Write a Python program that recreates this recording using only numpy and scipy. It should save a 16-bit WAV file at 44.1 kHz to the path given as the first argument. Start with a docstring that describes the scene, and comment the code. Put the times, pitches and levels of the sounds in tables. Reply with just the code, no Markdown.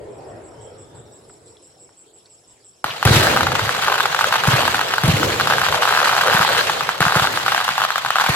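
"""A far bang rumbles away over a night field while a katydid and a cricket rub their wings in song.
A faint squeal, a far thud and small snaps follow. Then a ground firework lights: crackers pop over
a hissing jet of sparks, and powder charges thump shells out of mortars. The tree line throws
the thumps back; a small two-port microphone with a limiter takes it in."""
import sys
import numpy as np
from scipy import signal
from scipy.io import wavfile
from scipy.ndimage import uniform_filter1d, minimum_filter1d

SR = 44100
rng = np.random.default_rng(int(sys.argv[2]) if len(sys.argv) > 2 else 0)


def store_wav(level_fs):
    """Save 16-bit WAV to argv[1]."""
    pcm = np.round(np.clip(np.atleast_2d(level_fs), -1, 1) * 32767)
    wavfile.write(sys.argv[1], SR, pcm.T.astype(np.int16))


N = 368579
TIME = np.arange(N) / SR
PORT_LAG_S = 4 / SR  # the left port hears the firework first


def gain_of(db):
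    """Decibels to gain."""
    return 10 ** (np.asarray(db) / 20)


def unit_rms(x):
    """Scales to rms 1."""
    return x / np.sqrt(np.mean(x ** 2) + 1e-20)


def curve_at(points, hz):
    """Reads a curve on a log-frequency axis."""
    f, value = np.transpose(points)
    return np.interp(np.log(hz + 1), np.log(f + 1), value)


def add(mix, s, sound):
    """Mixes a sound in at s seconds."""
    part = mix[..., max(round(s * SR), 0):][..., :sound.shape[-1]]
    part += sound[..., :part.shape[-1]]


def equalise(x, eq, size=2048):
    """Minimum-phase EQ: the ringing follows each click."""
    log_gain = np.log(gain_of(curve_at(eq, abs(np.fft.fftfreq(size, 1 / SR)))))
    taps = np.fft.ifft(np.exp(np.conj(signal.hilbert(log_gain)))).real
    return signal.oaconvolve(x, taps[:size // 2] / abs(taps).max())[:len(x)]


def ports(x):
    """One direct sound at both microphone ports, slightly later on the right."""
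    return np.array([x, np.interp(TIME - PORT_LAG_S, TIME, x)])


# How alike the two ports hear a noise bed: f/Hz, coherence/0-1
COHERENCE = [(50, 1), (150, 0.9), (400, 0.75), (1200, 0.095), (3000, 0.3), (6000, 0.039), (15000, 0.049)]
def noise_bed(eq, patchy_db, lag_s=0, size=512):
    """Partly coherent stereo noise at rms 1, with patches of its spectrum swelling and fading."""
    frames, hz = N // (size // 4) + 5, np.fft.rfftfreq(size, 1 / SR)
    a, b, c, d, patches = rng.standard_normal((5, frames, len(hz)))
    patches = unit_rms(uniform_filter1d(uniform_filter1d(patches, size=10, axis=0), size=9, axis=1))
    alike = curve_at(COHERENCE, hz)
    left = a + 1j * b
    right = (alike * left + np.sqrt(1 - alike ** 2) * (c + 1j * d)) * np.exp(-2j * np.pi * hz * lag_s)
    spectra = np.array([left, right]) * gain_of(curve_at(eq, hz) + patchy_db * patches)
    _, bed = signal.istft(spectra.swapaxes(1, 2), nperseg=size, noverlap=size * 3 // 4)
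    return unit_rms(bed[:, :N])


# Decay time of the open field: f/Hz, t60/s
FIELD_DECAY = [(100, 0.25), (500, 0.91), (1500, 0.3), (4000, 0.95), (12000, 0.072)]
def field_reverb(x, length_s=0.5, size=256):
    """Sparse reflections from ground, people and trees, different at each port."""
    n = int(length_s * SR)
    taps = rng.standard_normal((2, SR))[:, :n] * (rng.random((2, SR))[:, :n] < .15)
    taps[:, :SR // 1000] = 0  # pre-delay
    hz, t, spectra = signal.stft(taps, SR, nperseg=size)
    decay = gain_of(-60 * t / curve_at(FIELD_DECAY, hz)[:, None])
    _, tail = signal.istft(spectra * decay, SR, nperseg=size)
    return signal.oaconvolve(x[None], tail / np.linalg.norm(tail, axis=1)[:, None], axes=1)[:, :N]


# Dark tone of the far bang: f/Hz, relative level/dB
RUMBLE_EQ = [(25, -22), (60, -12), (115, -1.5), (210, -13.5), (430, -0.5), (830, -11), (1600, -22),
             (3500, -37.5), (7000, -69)]
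def far_rumble(crest_s=0.38, crest_db=-37.5, rise_db_per_s=8, fall_db_per_s=13, floor_db=-60):
    """A far bang swells, then rolls away into a low floor."""
    age = TIME - crest_s
    roll = gain_of(crest_db + np.minimum(rise_db_per_s * age, -fall_db_per_s * age))
    second_swell = gain_of(-43.5) * np.exp(-((TIME - .97) / 0.057) ** 2)
    level = np.sqrt(roll ** 2 + second_swell ** 2 + gain_of(floor_db) ** 2)
    return level * noise_bed(RUMBLE_EQ, patchy_db=2.5, size=2048)


# Tone of the night ambience: f/Hz, relative level/dB
CHORUS_EQ = [(300, -7), (1200, -14), (2000, -14.5), (3000, -10.5), (5200, -11), (6100, -16), (7770, -4),
             (9000, -14), (10300, -11.5), (13500, -33)]
def insect_chorus(level_db=-58):
    """Distant insects blur into a steady bed."""
    return gain_of(level_db) * noise_bed(CHORUS_EQ, patchy_db=3.5)


def katydid(first_s=0.099, every_s=.169, chirp_s=0.067, strokes_per_s=185, level_db=-43, fade_s=0.64):
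    """Chirps on a steady beat, each a quick train of wing strokes that slide down in pitch."""
    song, t = np.zeros(N), np.arange(int(chirp_s * SR)) / SR
    for s in first_s + every_s * np.arange(16) + 0.0038 * rng.standard_normal(16):
        wobble = unit_rms(uniform_filter1d(rng.standard_normal(len(t)), size=240))
        stroke_phase = np.cumsum(strokes_per_s * (1 + 0.13 * wobble)) / SR % 1
        hz = 8350 - 1150 * stroke_phase - 300 * (t / chirp_s - .5)
        chirp = np.sin(np.pi * stroke_phase) ** 2 * np.sin(2 * np.pi * np.cumsum(hz) / SR)
        envelope = signal.windows.tukey(len(t), .3) * min((s + chirp_s) / fade_s, 1)
        add(song, s, gain_of(level_db + rng.normal()) * envelope * chirp)
    return song + gain_of(-4) * field_reverb(song)


# Cricket phrases: first stroke t/s, last stroke t/s, stroke count, stroke length/s
CRICKET_PHRASES = [(.115, .355, 5, .032), (.48, .835, 14, .021), (1.054, 1.353, 6, .032),
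                   (1.468, 1.92, 19, .02), (2.184, 2.494, 6, .032), (2.628, 2.812, 8, .02)]
def cricket(top_hz=5980, end_hz=5080, level_db=-57, fade_s=0.2):
    """Each wing stroke is a falling whistle; slow and fast phrases take turns."""
    song = np.zeros(N)
    for first, last, strokes, length in CRICKET_PHRASES:
        progress = np.linspace(0, 1, int(length * SR))
        for s in np.linspace(first, last, strokes):
            hz = (top_hz + (end_hz - top_hz) * progress ** 0.8) * rng.uniform(0.96, 1.015)
            whistle = np.sin(np.pi * progress) * np.sin(2 * np.pi * np.cumsum(hz) / SR)
            add(song, s, gain_of(level_db + 0.5 * rng.normal()) * whistle)
    song *= np.minimum(TIME / fade_s, 1)
    return song + gain_of(-8.5) * field_reverb(song)


# Glide of the faint squeal: t/s, level/dB, f/Hz
SQUEAL_GLIDE = [(.55, -72, 3130), (.66, -58, 3150), (.73, -67, 3280), (.9, -61.5, 3520), (1.25, -68, 3830)]
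def squeal(width_hz=300):
    """A breathy, rising tone from far away."""
    s, level_db, hz = np.transpose(SQUEAL_GLIDE)
    lowpass = signal.butter(2, width_hz / 2, fs=SR, output="sos")
    breath = signal.sosfilt(lowpass, rng.standard_normal((2, N)))
    tone = unit_rms(breath * np.sin(2 * np.pi * np.cumsum(np.interp(TIME, s, hz)) / SR))
    return tone * np.interp(TIME, s, gain_of(level_db), left=0, right=0)


# Powder blasts (a far thud, the igniter, then the mortars):
# t/s, thump level/dB, f/Hz, crack level/dB, tail level/dB
BLASTS = [(.945, -34.5, 115, -52, -47), (2.844, -28, 132, -19, -59), (3.054, -1, 119, -3.5, -16),
          (3.107, -0.5, 132, -21, -17), (4.478, -6, 129, -10, -26), (5.038, -2.5, 131.4, -3, -19.5),
          (5.081, -5, 136, -8, -22.5), (6.344, -13, 148, -10, -33.5), (7.007, -11.5, 146, -8.5, -37),
          (7.162, -12.5, 130, -8, -33), (8.294, -13, 133.5, -9, -34)]
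# Boomy tone of their rolling tail: f/Hz, relative level/dB
TAIL_EQ = [(25, -24), (60, -12), (105, 4), (185, -7), (250, -8), (500, -6.5), (1200, -26), (6000, -80)]
def powder_blasts(echo_s=0.055, echo_db=-4, front_s=.0009, tail_rise_s=0.0068, tail_decay_s=0.26):
    """A charge gives a steep shock front, a low thump and a crack; trees return it and let it roll on."""
    body, cracks, overload_clicks, tail_power = np.zeros((4, N))
    t = np.arange(3 * SR // 2) / SR
    for s, db, hz, crack_db, tail_db in BLASTS:
        age = t * hz / 0.75  # the thump's envelope peaks 3/4 of a cycle in
        thump = -age ** 2 * np.exp(2 * (1 - age)) * np.cos(2 * np.pi * hz * t)
        add(body, s, gain_of(db) * thump)
        add(body, s + echo_s, gain_of(db + echo_db) * thump)
        onset = s - .002
        add(body, onset, gain_of(crack_db) * (1 - t / front_s) * np.exp(-t / front_s))
        rush = gain_of(crack_db) * rng.standard_normal(len(t))
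        add(cracks, onset, rush * (np.exp(-t / 0.0054) + 0.65 * np.exp(-t / 0.024)))
        add(overload_clicks, onset, gain_of(-6) * rush * np.exp(-t / 0.0009))
        tail = gain_of(tail_db) * (1 - np.exp(-t / tail_rise_s)) * np.exp(-t / tail_decay_s)
        add(tail_power, s, tail ** 2)
    # each blast overloads the microphone with a brief bright click; the rush behind it is dull
    cracks = overload_clicks + signal.lfilter(*signal.butter(1, 1500, fs=SR), cracks)
    direct = ports(body + cracks) * gain_of([[.5], [-.5]])
    return direct + np.sqrt(tail_power) * noise_bed(TAIL_EQ, patchy_db=2.5, size=2048)


# Dull tone of the tree line's return: f/Hz, relative level/dB
TREES_EQ = [(60, -11), (200, -7), (330, 0), (600, 0.5), (1300, -28), (4000, -28)]
def tree_echo(delay_s=0.2, smear_s=0.076, return_db=-24):
    """The blasts come back from the tree line, late, smeared and thin in the bass."""
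    power = sum(gain_of(db + return_db) ** 2 * np.exp(-((TIME - s - delay_s) / smear_s) ** 2)
                for s, db, *_ in BLASTS)
    return np.sqrt(power) * noise_bed(TREES_EQ, patchy_db=2.5, size=1024)


# Cues for the small snaps: t/s, peak level/dB, f/Hz
SNAPS = [(1.297, -39.5, 1370), (1.568, -41.5, 3670), (1.891, -44, 1200), (2.257, -42.5, 4160),
         (2.881, -21, 860), (2.905, -19, 3100)]
def small_snaps(decay_s=0.0046):
    """Short damped snaps, each ringing around its own pitch."""
    out, t = np.zeros(N), np.arange(SR // 20) / SR
    for s, db, hz in SNAPS:
        band = signal.butter(2, [hz - 450, hz + 450], "bandpass", fs=SR, output="sos")
        ring = signal.sosfilt(band, rng.standard_normal(len(t)) * np.exp(-t / decay_s))
        add(out, s, gain_of(db) * ring / abs(ring).max())
    return out


# How hard the fountain burns: t/s, level/dB
BURN_FADER = [(2.86, -28.5), (3.02, -34), (3.06, -26), (3.17, -17.5), (3.5, -27.5), (3.62, -23),
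              (4.4, -24.5), (4.56, -21.5), (4.98, -25), (5.1, -29), (5.42, -24), (6.1, -22.5), (6.62, -21),
              (7.0, -29), (7.01, -23), (7.3, -23), (8.1, -28.5), (8.36, -19.5)]
def burn_envelope(flare_db=-17.5, flare_rise_s=0.0095, flare_decay_s=0.2, spray_decay_s=0.018):
    """The jet's strength: every blast fans it, and crackers throw in short sprays of sparks."""
    power = gain_of(np.interp(TIME, *np.transpose(BURN_FADER), left=-120)) ** 2
    power += (gain_of(-23) * volley_envelope()) ** 2
    age = np.arange(SR) / SR
    flare = (1 - np.exp(-age / flare_rise_s)) * np.exp(-age / flare_decay_s)
    for s, db, *_ in BLASTS:
        add(power, s, (gain_of(db + flare_db) * flare) ** 2)
    for s, db in SINGLE_POPS:
        add(power, s, (gain_of(db - 23.5) * np.exp(-age / spray_decay_s)) ** 2)
    return np.sqrt(power)


# Tone of the jet and its sparks: f/Hz, relative level/dB
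HISS_EQ = [(40, -53), (140, 5), (320, -41.5), (700, 2), (1500, 3.5), (2300, 0), (3000, 1), (4200, -1),
           (5500, -9.5), (7600, -11), (9500, -20), (12000, -16), (15500, -31)]
# Rise and fall of the flames' low roar: t/s, relative level/dB
ROAR_FADER = [(2.87, -39), (3.01, -42), (3.1, -29.5), (4.04, -34), (4.5, -30), (6.62, -28.5), (6.9, -35),
              (8.14, -46)]
# Tone of that roar: f/Hz, relative level/dB
ROAR_EQ = [(40, -35), (130, 1), (250, -13), (480, 7), (750, 3), (1400, -22), (4000, -51)]
def fountain(lit_s=2.839, flutter_db=1.81, sparks_per_s=900, spits_per_s=45, spit_decay_s=0.0032):
    """A burning jet flutters, hisses and roars, with tiny snaps of sparks and short bright spits."""
    flutter = unit_rms(uniform_filter1d(uniform_filter1d(rng.standard_normal(N), size=500), size=200))
    jet = noise_bed(HISS_EQ, patchy_db=2, lag_s=PORT_LAG_S) * gain_of(flutter_db * flutter)
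    # the jet is brighter the harder it burns, and for a moment when a grain of metal flares
    burn = burn_envelope()
    grains = (rng.random(N) < spits_per_s / SR) * np.minimum(rng.exponential(1, N), 3)
    spits = signal.lfilter([1], [1, -np.exp(-1 / (spit_decay_s * SR))], grains)
    jet += (gain_of(-5) * spits + gain_of(8) * burn) * np.diff(jet, prepend=0)
    clicks = (rng.random(N) < sparks_per_s / SR) * gain_of(8.5 * np.minimum(rng.exponential(1, N), 4))
    clicks *= rng.choice([-1, 1], N)
    sparks = gain_of(-9) * ports(unit_rms(equalise(clicks, HISS_EQ)))
    roar_level = gain_of(np.interp(TIME, *np.transpose(ROAR_FADER)) + 0.5)
    roar = roar_level * noise_bed(ROAR_EQ, patchy_db=3.5, size=1024)
    lit = np.clip((TIME - lit_s) / .004, 0, 1)
    return lit * (burn * (jet + sparks) + roar)


def pop(centre_hz=1280, ring_s=.00045, scatter_s=0.0047):
    """One cracker in stereo: a dry shock, one swing of its own pitch and a spray of close reflections."""
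    t = np.arange(SR // 40) / SR
    hz = centre_hz * rng.uniform(.7, 1.3)
    shock = 0.2 * np.exp(-t / ring_s) * np.cos(2 * np.pi * hz * t)
    shock[0] += 1
    # one near reflection doubles the crack
    shock += rng.uniform(0, .7) * np.roll(shock, int(rng.uniform(.001, .004) * SR))
    shared, *each_port = rng.standard_normal((3, len(t)))
    return shock + .055 * np.exp(-t / scatter_s) * (shared + 1.14 * np.array(each_port))


# Crackers that stand out, with the sharp crack of the 5.04 s mortar launch at 5.036 s: t/s, relative level/dB
SINGLE_POPS = [(2.843, -7), (3.028, -5.5), (3.27, -3), (3.364, -2), (3.373, -1), (3.408, -4), (3.432, -6),
               (3.469, -2), (3.519, -7), (3.553, -5.5), (3.594, -5), (3.693, -6), (3.882, -3), (4.005, -3),
               (4.056, -5.5), (4.147, -6), (4.191, -4), (4.21, -4), (4.243, 0), (4.325, -3), (4.342, -5),
               (4.437, -7), (4.679, -3), (4.745, -2.5), (4.793, -7), (4.813, -4), (4.938, -5), (4.982, -6),
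               (5.036, -4), (5.231, -4), (5.399, -3.5), (5.41, -4), (5.583, 0), (5.616, -1.5),
               (5.725, -2.5), (5.745, -4.5), (5.823, -3.5), (5.832, -3), (5.854, -5), (6.61, -6),
               (6.697, -5.5), (6.808, -7), (6.891, -1.5), (7.006, -1), (7.019, -5), (7.026, -5),
               (7.053, -2.5), (7.082, -1), (7.123, -5.5), (7.374, -7.5), (7.463, -6), (7.481, -5.5),
               (7.521, -1.5), (7.547, -5.5), (7.579, -4), (7.68, -6.5), (7.69, -6), (7.78, -6.5),
               (7.905, -6.5), (7.958, -7), (7.981, -9), (8.049, -9), (8.062, -9), (8.105, -4.5),
               (8.157, -5), (8.199, -3)]
# Strings of crackers firing in quick succession: t/s, length/s, relative level/dB
CRACKER_VOLLEYS = [(3.067, 0.026, -3), (3.821, 0.19, -11), (4.329, 0.036, -6.5), (4.447, 0.2, -8.5),
                   (5.482, 0.059, -4), (5.626, 0.072, -10.5), (5.871, 0.58, -6.5), (6.479, 0.12, -7.5),
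                   (7.066, .045, -9), (7.149, .12, -5.5), (7.561, 0.091, -12), (7.785, 0.069, -6),
                   (8.163, 0.11, -9)]
# Tone of a cracker: f/Hz, relative level/dB
POP_EQ = [(60, -21), (250, -23.5), (550, -10), (780, 0), (1600, 1), (2150, -10), (2900, -6), (5500, -13.5),
          (9500, -26.5), (12000, -20.5), (16000, -30)]
def crackers(swarm_per_s=130, volley_per_s=75, strays_per_s=16, reverb_db=-13):
    """Single crackers, volleys and random strays stand out of a swarm of smaller ones."""
    loud, swarm = np.zeros((2, 2, N))
    for s, db in SINGLE_POPS:
        add(loud, s, gain_of(db) * pop())
    for s in rng.uniform(0, N / SR, int(swarm_per_s * N / SR)):
        add(swarm, s, gain_of(2 * min(rng.normal(), 1.6)) * pop())
    for start, length, db in CRACKER_VOLLEYS:
        for s in np.arange(start, start + length, 1 / volley_per_s):
            s += .33 * rng.normal() / volley_per_s
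            add(loud, s, gain_of(db + rng.normal(-0.5, 2.4)) * pop())
    # from the first volley on, the fountain sets off strays, louder the harder it burns
    for s in np.arange(CRACKER_VOLLEYS[0][0], N / SR, 1 / strays_per_s):
        s += rng.random() / strays_per_s
        add(loud, s, gain_of(9 + np.interp(s, *np.transpose(BURN_FADER))) * pop())
    loud = np.array([equalise(side, POP_EQ) for side in loud])
    swarm = np.array([equalise(side, POP_EQ) for side in swarm])
    # levelled first, the swarm simmers with the fountain and swells with each volley
    swarm /= np.sqrt(abs(uniform_filter1d(swarm[0] ** 2, size=4000)) + 1e-6)
    swarm *= np.hypot(gain_of(-22) * volley_envelope(), gain_of(-11) * burn_envelope())
    left, right = loud + swarm
    direct = np.array([left, gain_of(-1) * ports(right)[1]])
    return gain_of(1.1) * (direct + gain_of(reverb_db) * field_reverb(left, length_s=0.55))


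def volley_envelope(smooth_s=0.0059):
    """Each volley holds for its length, then dies quickly."""
    held = sum(gain_of(db) * ((TIME >= s) & (TIME < s + length)) for s, length, db in CRACKER_VOLLEYS)
    pole = np.exp(-1 / (smooth_s * SR))
    return signal.lfilter([1 - pole], [1, -pole], held + 1e-9)


def scene():
    """The night field with the firework on top."""
    night = far_rumble() + insect_chorus() + squeal() + katydid() + cricket()
    return night + small_snaps() + crackers() + fountain() + powder_blasts() + tree_echo()


def record(dry, low_cut_hz=50, ceiling=0.92, release_db_per_s=400, high_cut_hz=16000):
    """The microphone loses the deepest bass, a fast limiter holds the peaks, a high cut trims the top."""
    dry = signal.sosfilt(signal.butter(2, low_cut_hz, "highpass", fs=SR, output="sos"), dry)
    over_db = np.maximum(20 * np.log10(abs(dry).max(0) / ceiling + 1e-9), 0)
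    held_db = -minimum_filter1d(-over_db, size=24)
    release_db = TIME * release_db_per_s
    reduction_db = np.maximum.accumulate(held_db + release_db) - release_db
    high_cut = signal.firwin(511, high_cut_hz, window=("kaiser", 9), fs=SR)
    return signal.oaconvolve(dry / gain_of(reduction_db), high_cut[None], "same")


dry = scene()
out = record(dry)
store_wav(out)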